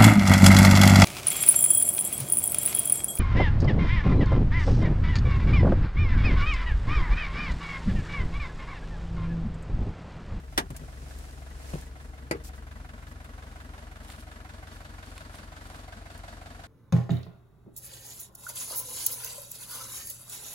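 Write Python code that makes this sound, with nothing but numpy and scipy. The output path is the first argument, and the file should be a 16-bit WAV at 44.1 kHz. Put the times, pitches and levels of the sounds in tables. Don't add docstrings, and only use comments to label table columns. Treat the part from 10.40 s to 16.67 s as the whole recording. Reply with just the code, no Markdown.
import sys
import numpy as np
from scipy import signal
from scipy.fft import rfft, irfft, next_fast_len
from scipy.io import wavfile
from scipy.ndimage import map_coordinates

SR = 44100
rng = np.random.default_rng(int(sys.argv[2]) if len(sys.argv) > 2 else 0)


def transcribe(u):
    v = np.clip(np.atleast_2d(u).T, -1, 1)
    q = np.round(v * 32767).astype(np.int16)
    wavfile.write(sys.argv[1], SR, q)


N = 276507
TIME = np.arange(N) / SR
CYLINDER_COUNT, FIRING_HZ, FIRST_FIRING_S = 4, 22.423, 0.0375
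LEAVE_S, STAND_OVER_S, CLIMB_OVER_S = 1.12, 0.76, 3.64

# frequency_hz, left_minus_right_db
CAB_TILT = [(60, 2.5), (150, 2), (380, 2.5), (950, -0.5), (2380, -1.5), (5980, 2.5), (15000, 2.0)]


def engine():
    # thud_db, block_db, clatter_db, injector_db, floor_db, arch_db, slap_db
    accents = [(-0.5, -1, 9, 5, 6, -2.5, 9.5), (-2, -2.5, 6.5, 2, -1.5, -4, 8.5),
               (-0.5, 0, 11, 3, -4, 1.5, 7.5), (-0.5, 0.5, 11, 7.5, -2, 2, 13.5)]
    thud_db, block_db, clatter_db, injector_db, floor_db, arch_db, slap_db = np.transpose(accents)
    idle = body_thud(thud_db) + block_ring(block_db) + piston_slap(slap_db)
    idle += clatter(clatter_db) + injectors(injector_db) + whirr()
    idle += boom() + floor_throb(floor_db) + bulkhead() + wheel_arch(arch_db)
    return from_front(idle, CAB_TILT, lead_s=0.00024)


def body_thud(accents_db):
    # frequency_hz, level_db
    tone = [(85, -42), (115, 1.5), (145, 1.5), (180, -11.5), (230, -17), (313, -13), (360, -15), (480, -10),
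            (700, -39)]
    stroke = impact_stroke(rise_s=0.0015, hold_s=0.04, t60_s=0.18, repeat_share=0.61)
    thuds = firings(stroke, accents_db, delay_s=0.001, scatter_db=0)
    return way_out(seat_db=-55.5, outside_db=-58) * coloured(thuds, tone)


def block_ring(accents_db):
    # pitch_hz, seat_db, outside_db, t60_s
    modes = [
        [(626, 7, 0.5, 0.054), (958, -16, -1, 0.088), (1540, -3.5, 0.5, 0.057), (1684, -6, -4.5, 0.12),
         (1958, 4, -2.5, .08)],
        [(675, -8, 0, .06), (780, -1, -8.5, 0.13), (1272, -2.5, -1.5, 0.06), (1375, -2, -5, 0.054),
         (1710, 0, 1, 0.059)],
        [(653, 10, -4, 0.034), (741.5, 8, 4, 0.078), (983, -5, -3, 0.077), (1347, 0, -1, .07),
         (1550, -13, -1.5, 0.076), (2070, -3, -5.5, 0.12)],
        [(640, 7, 0, 0.064), (1253, -5, -2, 0.046), (1430, -8, -2, 0.1), (1556, 0, 4, 0.078),
         (1708, 3, -3, 0.089)],
    ]

    def ring(level_column):
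        strokes = [ring_stroke(np.array(rows)[:, [0, level_column, 3]], rise_s=0.003, vary=0.28)
                   for rows in modes]
        return firings(lambda cylinder: strokes[cylinder](cylinder), accents_db, delay_s=-0.001498)
    seat, outside = ring(level_column=1), ring(level_column=2)
    way = ramp(LEAVE_S, CLIMB_OVER_S)
    return amp(-59) * np.sqrt(1 - way) * seat + amp(-56) * np.sqrt(way) * outside


def piston_slap(accents_db, t60_s=0.055):
    # frequency_hz, level_db
    tone = [(400, -30), (650, 5), (830, -7.5), (1050, 1), (1500, 0.5), (2300, -6.5), (3000, -9),
            (4500, -15.5), (6000, -19), (15000, -33)]
    t = np.arange(SR // 20) / SR
    casing = rng.standard_normal((CYLINDER_COUNT, 2, len(t))) * amp(-60 * t / t60_s)

    def stroke(cylinder):
        sound = np.zeros((2, 2 * len(t)))
        for start_s, level_db in bounces(start_s=0, level_db=0, gap_s=0.0095, loss_db=6, count=2):
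            start = round(abs(rng.normal(start_s, 0.0003)) * SR)
            sound[:, start:start + len(t)] += amp(rng.normal(level_db, 0.5)) * casing[cylinder]
        return sound
    slaps = firings(stroke, accents_db, delay_s=-0.0005)
    return footwell_gain(screened_db=-63.5, open_db=-57.5) * coloured(slaps, tone)


def clatter(accents_db):
    # frequency_hz, level_db
    tone = [(300, -45), (440, -35), (560, -4), (680, -3), (830, -6), (1000, -6.5), (1500, -8), (2250, -12),
            (3000, -15), (4400, -22), (5400, -24), (9800, -24.5), (14400, -30.5), (15800, -49)]
    stroke = impact_stroke(rise_s=0.00057, hold_s=0.018, t60_s=0.084, repeat_share=0.36)
    bursts = firings(stroke, accents_db, delay_s=-0.0035, scatter_db=0)
    return way_out(seat_db=-61.5, outside_db=-56.5) * coloured(bursts, tone)


def injectors(accents_db):
    # centre_hz, width_hz, level_db
    bands = [(2770, 120, -16), (3780, 950, -1.5), (4310, 190, 1), (4450, 150, 3), (8700, 1600, -13.5)]
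    stroke = impact_stroke(rise_s=0.00068, hold_s=0.015, t60_s=0.14, repeat_share=0.79)
    bursts = firings(stroke, accents_db, delay_s=-0.004, scatter_db=1.5)
    return way_out(seat_db=-80, outside_db=-61.5, lateness=6.3) * resonant(bursts, bands)


def whirr():
    # frequency_hz, level_db
    tone = [(59, -52), (100, -23), (173, -10.5), (243, -14.5), (355, -19), (467, -19.5), (640, -14.5),
            (825, -19), (1520, -16.5), (2320, -25), (8230, -32.5), (11800, -35.5), (15500, -59)]
    noise = coloured(stereo_noise(N), tone)
    flutter_db = 1.4 * wobble(rate_hz=12)
    return way_out(seat_db=-58.5, outside_db=-53.5) * noise * amp(flutter_db)


def boom(delay_s=0.0086):
    # seat_db, outside_db
    orders = [(-49.5, -51.5), (-45, -53), (-69, -51.5)]
    phase = 2 * np.pi * FIRING_HZ * (TIME - idle_lag(TIME) - FIRST_FIRING_S - delay_s)
    depth_db = 6 - 2 * ramp(LEAVE_S, STAND_OVER_S)
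    throb_db = depth_db * np.cos((phase - 2 * np.pi) / CYLINDER_COUNT)
    sound = np.zeros(N)
    for order, levels_db, throb_share in zip((2, 3, 4), orders, (1, 0.029, 0.029)):
        swell = amp(throb_share * throb_db + wobble(rate_hz=8.8))
        sound += way_out(*levels_db) * swell * np.cos(order * phase)
    return np.sqrt(2) * sound


def floor_throb(accents_db, pitch_hz=171.9, glide_hz_per_s=1830, length_s=0.065):
    t = np.arange(round(length_s * SR)) / SR
    swell = np.sin(np.pi * t / length_s) ** 2
    cycles = pitch_hz * t + glide_hz_per_s * t ** 2 / 2

    def stroke(cylinder):
        detune = rng.normal(1, 0.0314)
        return swell * np.sin(2 * np.pi * (cycles * detune + rng.random((2, 1))))
    throbs = firings(stroke, accents_db, delay_s=-0.02063, scatter_db=1.4)
    return footwell_gain(screened_db=-62, open_db=-57) * way_out(seat_db=-0.5, outside_db=-3.5) * throbs


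def bulkhead():
    # pitch_hz, level_db, t60_s
    modes = [(268.6, -1.5, 0.12), (310.7, -2.5, 0.21)]
    stroke = ring_stroke(modes, rise_s=0.0098, vary=0.18)
    hum = firings(stroke, np.zeros(CYLINDER_COUNT), delay_s=0.0039, scatter_db=1.5)
    return way_out(seat_db=-63.5, outside_db=-62.5) * hum


def wheel_arch(accents_db):
    # pitch_hz, level_db, t60_s
    modes = [(688, -4, 0.093), (713, -9.5, 0.13)]
    hollow = firings(ring_stroke(modes, rise_s=0.002, vary=0.11), accents_db, delay_s=-0.00089)
    return amp(-55.5) * ramp(start_s=4.82, length_s=1) * hollow


def door_latch():
    # pitch_hz, level_db, t60_s
    modes = [(150, -9, 0.12), (262, -6, 0.15), (302, -14, .12), (387.6, -8.5, 0.19), (774, -6, 0.061),
             (860, -11, 0.076), (1860, 3, 0.06), (1940, -11, 0.082), (2300, -14, 0.075), (2790, -8, 0.076),
             (2966, -6, 0.068), (3580, -3, 0.065), (5570, -18, .058), (5835, -6, 0.047), (8280, -15, 0.086),
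             (10750, -10, .06)]
    # frequency_hz, level_db
    tone = [(59, -48), (100, -7), (290, -5.5), (580, -6), (1040, -0.5), (1300, -8.5), (1700, -1),
            (2130, -9), (3610, -10.5), (4660, -13), (6000, -11), (7250, -17.5), (8410, -11), (9150, -22),
            (10400, -11), (15500, -30)]
    # frequency_hz, left_minus_right_db
    tilt = [(100, 7), (380, -1), (700, 4.5), (1290, -1.5), (4400, -3.5), (8120, 3.5), (15000, 10)]
    release, *repeats = bounces(start_s=0.1768, level_db=-17.5, gap_s=0.0045, loss_db=4.5, count=3)
    clack = blows([release], modes, tone,
                  ring_db=-4, crack_db=4.5, crack_t60_s=0.014, cab_db=-2, rise_s=0.00059)
    chatter = blows(repeats, [], tone,
                    ring_db=0, crack_db=1.5, crack_t60_s=0.013, cab_db=-3, rise_s=0.00022)
    return from_front(clack + chatter, tilt, lead_s=0.00041)


def trim_knock(flex_hz=423, flex_db=-15):
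    # start_s, level_db
    hits = [(1.9109, -19)]
    # pitch_hz, level_db, t60_s
    modes = [(75, -16, .2), (153, -10, 0.14), (301.5, -11, 0.29), (402, -5.5, 0.19), (468, -5.5, 0.23),
             (640, -28, .15), (832, -14, 0.11), (1364, -6, 0.12), (1980, -9, 0.083), (2340, -15, 0.11),
             (2450, -21, 0.084), (2820, -24, 0.11)]
    # frequency_hz, level_db
    tone = [(59, -36), (100, -14), (420, -2), (800, -11.5), (1620, -13.5), (1960, -11), (2270, -4.5),
            (2700, -17), (3460, -29.5), (4000, -25.5), (4700, -12), (5630, -27), (6660, -23), (9150, -22),
            (12600, -31), (15500, -50)]
    knock = blows(hits, modes, tone,
                  ring_db=-7, crack_db=-4.5, crack_t60_s=0.017, cab_db=-5, rise_s=0.00044)
    cycles = np.clip((TIME - hits[0][0]) * flex_hz, 0, 2)
    flex = -np.sin(2 * np.pi * cycles) * np.sin(np.pi * cycles / 2) ** 2
    return knock + amp(flex_db) * flex


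def soft_bumps():
    # start_s, level_db
    hits = [(.303, -40.5), (.412, -44), (.62, -50.5), (1.3365, -36.5), (1.948, -51)]
    # pitch_hz, level_db, t60_s
    modes = [(146.4, 6, 0.15), (250, -6, 0.2), (387, -3, 0.088), (559, -3.5, 0.07)]
    # frequency_hz, level_db
    tone = [(60, 0), (150, 8), (450, -17), (1000, -21), (3000, -19), (10000, -43), (16000, -44)]
    return blows(hits, modes, tone, ring_db=1, crack_db=-24, crack_t60_s=0.036, cab_db=2, rise_s=0.0014)


def seat_frame():
    # start_s, level_db
    hits = [(.3035, -43.5), (.433, -49), (1.3345, -39), (1.355, -43), (1.948, -40)]
    # pitch_hz, level_db, t60_s
    modes = [(283, -5.5, 0.13), (408, -6, 0.063), (603, -10, 0.049), (780, -19, .06)]
    # frequency_hz, level_db
    tone = [(100, -15), (400, 6), (800, -10), (1200, -8), (15000, -56)]
    return blows(hits, modes, tone,
                 ring_db=-4, crack_db=10.5, crack_t60_s=0.033, cab_db=-8, rise_s=0.0011)


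def clinks():
    # start_s, level_db
    hits = [(3.7012, -40.5), (3.7205, -43), (4.7788, -38)]
    # pitch_hz, level_db, t60_s
    modes = [(3680, -5, .045), (4230, 2, .03), (5600, -6, .02), (7601, -3, .025), (8800, -5, .03)]
    # frequency_hz, level_db
    tone = [(400, -22), (1000, 8), (4300, 1), (6200, -7), (8800, -3.5), (12000, -11), (15500, -22)]
    return blows(hits, modes, tone,
                 ring_db=-11, crack_db=1, crack_t60_s=0.02, cab_db=-16, rise_s=0.00034)


def ticks(trim_db=-1.5, t60_s=0.051):
    # start_s, level_db
    hits = [(0.304, -43), (0.3647, -36), (0.787, -46), (1.411, -46.5), (2.844, -51.5), (5.268, -50),
            (5.7766, -48)]
    # frequency_hz, level_db
    tone = [(800, -4), (2500, -1), (5000, -1.5), (9000, 5), (12000, -1.5), (16000, -3)]
    t, track = np.arange(SR // 10) / SR, np.zeros((2, N))
    for start_s, level_db in hits:
        snap = coloured(rng.standard_normal((2, len(t))), tone) * amp(-60 * t / t60_s)
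        add(track, start_s, amp(level_db + trim_db) * snap)
    return panned(left_db=2.5) * track


def clothes_slide():
    # start_s, end_s, level_db
    strokes = [(.1, .17, -55), (.28, .6, -57), (.62, .96, -53), (.98, 1.2, -58), (1.22, 1.44, -48.5),
               (1.59, 1.67, -56)]
    # frequency_hz, level_db
    tone = [(530, -1.5), (900, -3.5), (1230, -13), (1300, -9), (1930, -8), (3580, -11.5), (4130, -10),
            (9180, -11), (15500, -23.5)]
    return friction(strokes, tone, fade_s=0.087, slips_per_s=1500, slip_db=3, hiss=1.3, clump_db=-0.1)


def sleeve_swish():
    # start_s, end_s, level_db
    strokes = [(2.039, 2.093, -49), (2.15, 2.19, -60.5), (2.68, 2.73, -61)]
    # frequency_hz, level_db
    tone = [(1470, -35), (2500, -5), (2810, -13), (2960, -10), (3460, -8), (4820, -3.5), (10700, -5),
            (15800, -12)]
    swish = friction(strokes, tone, fade_s=0.0049, slips_per_s=3900, slip_db=1, hiss=1, clump_db=1)
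    return panned(left_db=1.5) * swish


def gravel_steps():
    # start_s, end_s, level_db
    strokes = [(3.64, 3.83, -56.5), (3.7, 3.76, -57), (3.775, 3.825, -63), (4.31, 4.47, -59),
               (4.66, 4.84, -58.5), (4.93, 4.99, -53), (5.22, 5.45, -60.5), (5.68, 5.8, -65)]
    # frequency_hz, level_db
    tone = [(1000, -8), (3000, 3.5), (6000, -2), (10000, 0), (13000, -6), (16000, -14)]
    return friction(strokes, tone, fade_s=0.031, slips_per_s=300, slip_db=2.3, hiss=1, clump_db=4)


def cab_rocking(rise_s=0.13, fade_db_per_s=6, rest_db=-61.5):
    # crest_s, level_db
    shifts = [(.15, -45.5), (1.3, -51), (1.9, -55)]
    # frequency_hz, level_db
    tone = [(20, -40), (30, -22), (40, 2.5), (60, -4), (100, -6), (150, -15), (260, -22), (600, -100)]
    power = amp(rest_db) ** 2
    for crest_s, level_db in shifts:
        fade_db = fade_db_per_s * np.maximum(TIME - crest_s, 0)
        power += (ramp(crest_s - rise_s, rise_s) * amp(level_db - fade_db)) ** 2
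    return np.sqrt(power) * coloured(stereo_noise(N), tone)


def firings(stroke, accents_db, delay_s, scatter_db=1.0):
    track = np.zeros((2, N))
    for firing in range(-1, int(N / SR * FIRING_HZ) + 1):
        cylinder = firing % CYLINDER_COUNT
        due_s = FIRST_FIRING_S + firing / FIRING_HZ
        strength = amp(rng.normal(accents_db[cylinder], scatter_db))
        add(track, due_s + idle_lag(due_s) + delay_s, strength * stroke(cylinder))
    return unit(spread(track))


def idle_lag(time_s):
    # time_s, lag_s
    drift = [(0, -0.0015), (1.6, 0.003), (2.8, 0.00046), (3.6, -0.002), (4.75, -.003), (5.5, 0.0019)]
    return np.interp(time_s, *np.transpose(drift))


def impact_stroke(rise_s, hold_s, t60_s, repeat_share):
    t = np.arange(SR // 14) / SR
    envelope = np.minimum(t / rise_s, 1) * amp(-60 * np.maximum(t - hold_s, 0) / t60_s)
    signature = np.sqrt(repeat_share) * rng.standard_normal((CYLINDER_COUNT, 2, len(t)))

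    def stroke(cylinder):
        fresh = np.sqrt(1 - repeat_share) * rng.standard_normal((2, len(t)))
        return envelope * (signature[cylinder] + fresh)
    return stroke


def ring_stroke(modes, rise_s, vary):
    t = np.arange(SR // 8) / SR
    waves = np.array([amp(db - 60 * t / t60_s) * np.exp(2j * np.pi * hz * t) for hz, db, t60_s in modes])
    waves *= 1 - np.exp(-t / rise_s)
    signature = np.exp(2j * np.pi * rng.random((CYLINDER_COUNT, 2, len(modes))))

    def stroke(cylinder):
        change = rng.standard_normal((2, len(modes))) + 1j * rng.standard_normal((2, len(modes)))
        weights = signature[cylinder] * (1 + vary * change)
        return (weights @ waves).real
    return stroke


def blows(hits, modes, tone, ring_db, crack_db, crack_t60_s, cab_db, rise_s):
    t, track = np.arange(SR // 3) / SR, np.zeros((2, N))
    attack = 1 - np.exp(-t / rise_s)
    for start_s, level_db in hits:
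        ring = np.zeros((2, len(t)))
        for hz, mode_db, t60_s in modes:
            decay = amp(rng.normal(mode_db, 1, (2, 1)) - 60 * t / t60_s)
            phase = rng.normal(0, min(hz / 4000, 0.8), (2, 1))
            ring += decay * np.sin(2 * np.pi * hz * t + phase)
        crack = coloured(rng.standard_normal(len(t)), tone) * amp(-60 * t / crack_t60_s)
        blow = amp(ring_db) * ring + amp(crack_db) * crack + amp(cab_db) * cab_tail(tone, len(t))
        add(track, start_s, amp(level_db) * attack * blow)
    return track


def cab_tail(tone, samples):
    # frequency_hz, t60_s
    decay_times = [(150, 0.22), (400, 0.14), (1000, 0.12), (3000, 0.081), (12000, 0.063)]
    hz, age_s, wash = signal.stft(coloured(stereo_noise(samples), tone), SR, nperseg=256)
    decay = amp(-60 * age_s / along(decay_times, hz)[:, None])
    return signal.istft(wash * decay, SR)[1][:, :samples]


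def bounces(start_s, level_db, gap_s, loss_db, count):
    return [(start_s + k * gap_s, level_db - k * loss_db) for k in range(count)]


def friction(strokes, tone, fade_s, slips_per_s, slip_db, hiss, clump_db, grain_s=0.00068):
    pressure = np.zeros(N)
    for start_s, end_s, level_db in strokes:
        inside_s = np.minimum(TIME - start_s, end_s - TIME)
        pressure += amp(level_db) * np.clip(inside_s / (2 * fade_s) + 0.5, 0, 1)
    slips = rng.random(N) < slips_per_s / SR
    sizes = amp(slip_db * np.minimum(rng.exponential(size=N), 4))
    decays = signal.lfilter([1], [1, -np.exp(-1 / (grain_s * SR))], slips * sizes)
    grains = unit(decays * rng.standard_normal((2, N)))
    texture = grains + hiss * rng.standard_normal((2, N))
    clumps = amp(clump_db * wobble(rate_hz=60))
    return pressure * coloured(texture * clumps, tone)


def way_out(seat_db, outside_db, lateness=1):
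    share = ramp(LEAVE_S, CLIMB_OVER_S) ** lateness
    return np.sqrt((1 - share) * amp(seat_db) ** 2 + share * amp(outside_db) ** 2)


def footwell_gain(screened_db, open_db):
    return amp(screened_db + (open_db - screened_db) * ramp(start_s=1.98, length_s=0.4))


def from_front(sound, tilt, lead_s):
    def response(hz):
        left = amp(along(tilt, hz) / 2) * np.exp(1j * np.pi * hz * lead_s)
        return np.array([left, 1 / left])
    return filtered(sound, response)


def spread(pair):
    # frequency_hz, correlation
    likeness = [(60, 1), (150, 0.89), (380, 1), (950, 0.9), (2380, -0.043), (5980, 0.16), (15000, -0.47)]

    def mid_side(hz):
        angle = np.arccos(np.clip(along(likeness, hz), -1, 1)) / 2
        return np.array([np.cos(angle), np.sin(angle)])
    mid, side = filtered(pair, mid_side)
    return np.array([mid + side, mid - side])


def stereo_noise(samples):
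    return spread(rng.standard_normal((2, samples)))


def panned(left_db):
    return amp(np.array([[left_db], [-left_db]]) / 2)


def coloured(sound, tone):
    return unit(filtered(sound, lambda hz: amp(along(tone, hz))))


def resonant(sound, bands):
    def response(hz):
        return sum((-1) ** k * amp(db) * 1j * hz * width / (centre ** 2 - hz ** 2 + 1j * hz * width)
                   for k, (centre, width, db) in enumerate(bands))
    return unit(filtered(sound, response))


def filtered(sound, response):
    size = sound.shape[-1]
    padded = next_fast_len(size + SR // 4)
    hz = np.fft.rfftfreq(padded, 1 / SR)
    return irfft(rfft(sound, padded) * response(hz), padded)[..., :size]


def along(curve, hz):
    points_hz, values = np.transpose(curve)
    return np.interp(np.log(hz + 1), np.log(points_hz + 1), values)


def wobble(rate_hz):
    return map_coordinates(rng.standard_normal(int(N * rate_hz / SR) + 4), [TIME * rate_hz])


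def ramp(start_s, length_s):
    return np.clip((TIME - start_s) / length_s, 0, 1)


def add(track, start_s, sound):
    start = round(start_s * SR)
    lo, hi = max(start, 0), min(start + sound.shape[-1], N)
    if hi > lo:
        track[:, lo:hi] += sound[:, lo - start:hi - start]


def amp(db):
    return 10 ** (np.asarray(db) / 20)


def unit(sound):
    return sound / np.sqrt(np.mean(sound ** 2) + 1e-20)


def scene():
    rustle_and_steps = clothes_slide() + sleeve_swish() + gravel_steps()
    van = engine() + cab_rocking()
    latch = door_latch()
    knocks = from_front(trim_knock() + soft_bumps() + seat_frame(), CAB_TILT, lead_s=0.00032)
    return van + latch + knocks + clinks() + ticks() + rustle_and_steps


def record(dry):
    low_cut_hz, top_hz = 33.0, 15800
    return filtered(dry, lambda hz: (hz < top_hz) * hz ** 4 / np.sqrt(hz ** 8 + low_cut_hz ** 8))


dry = scene()
out = record(dry)
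transcribe(out)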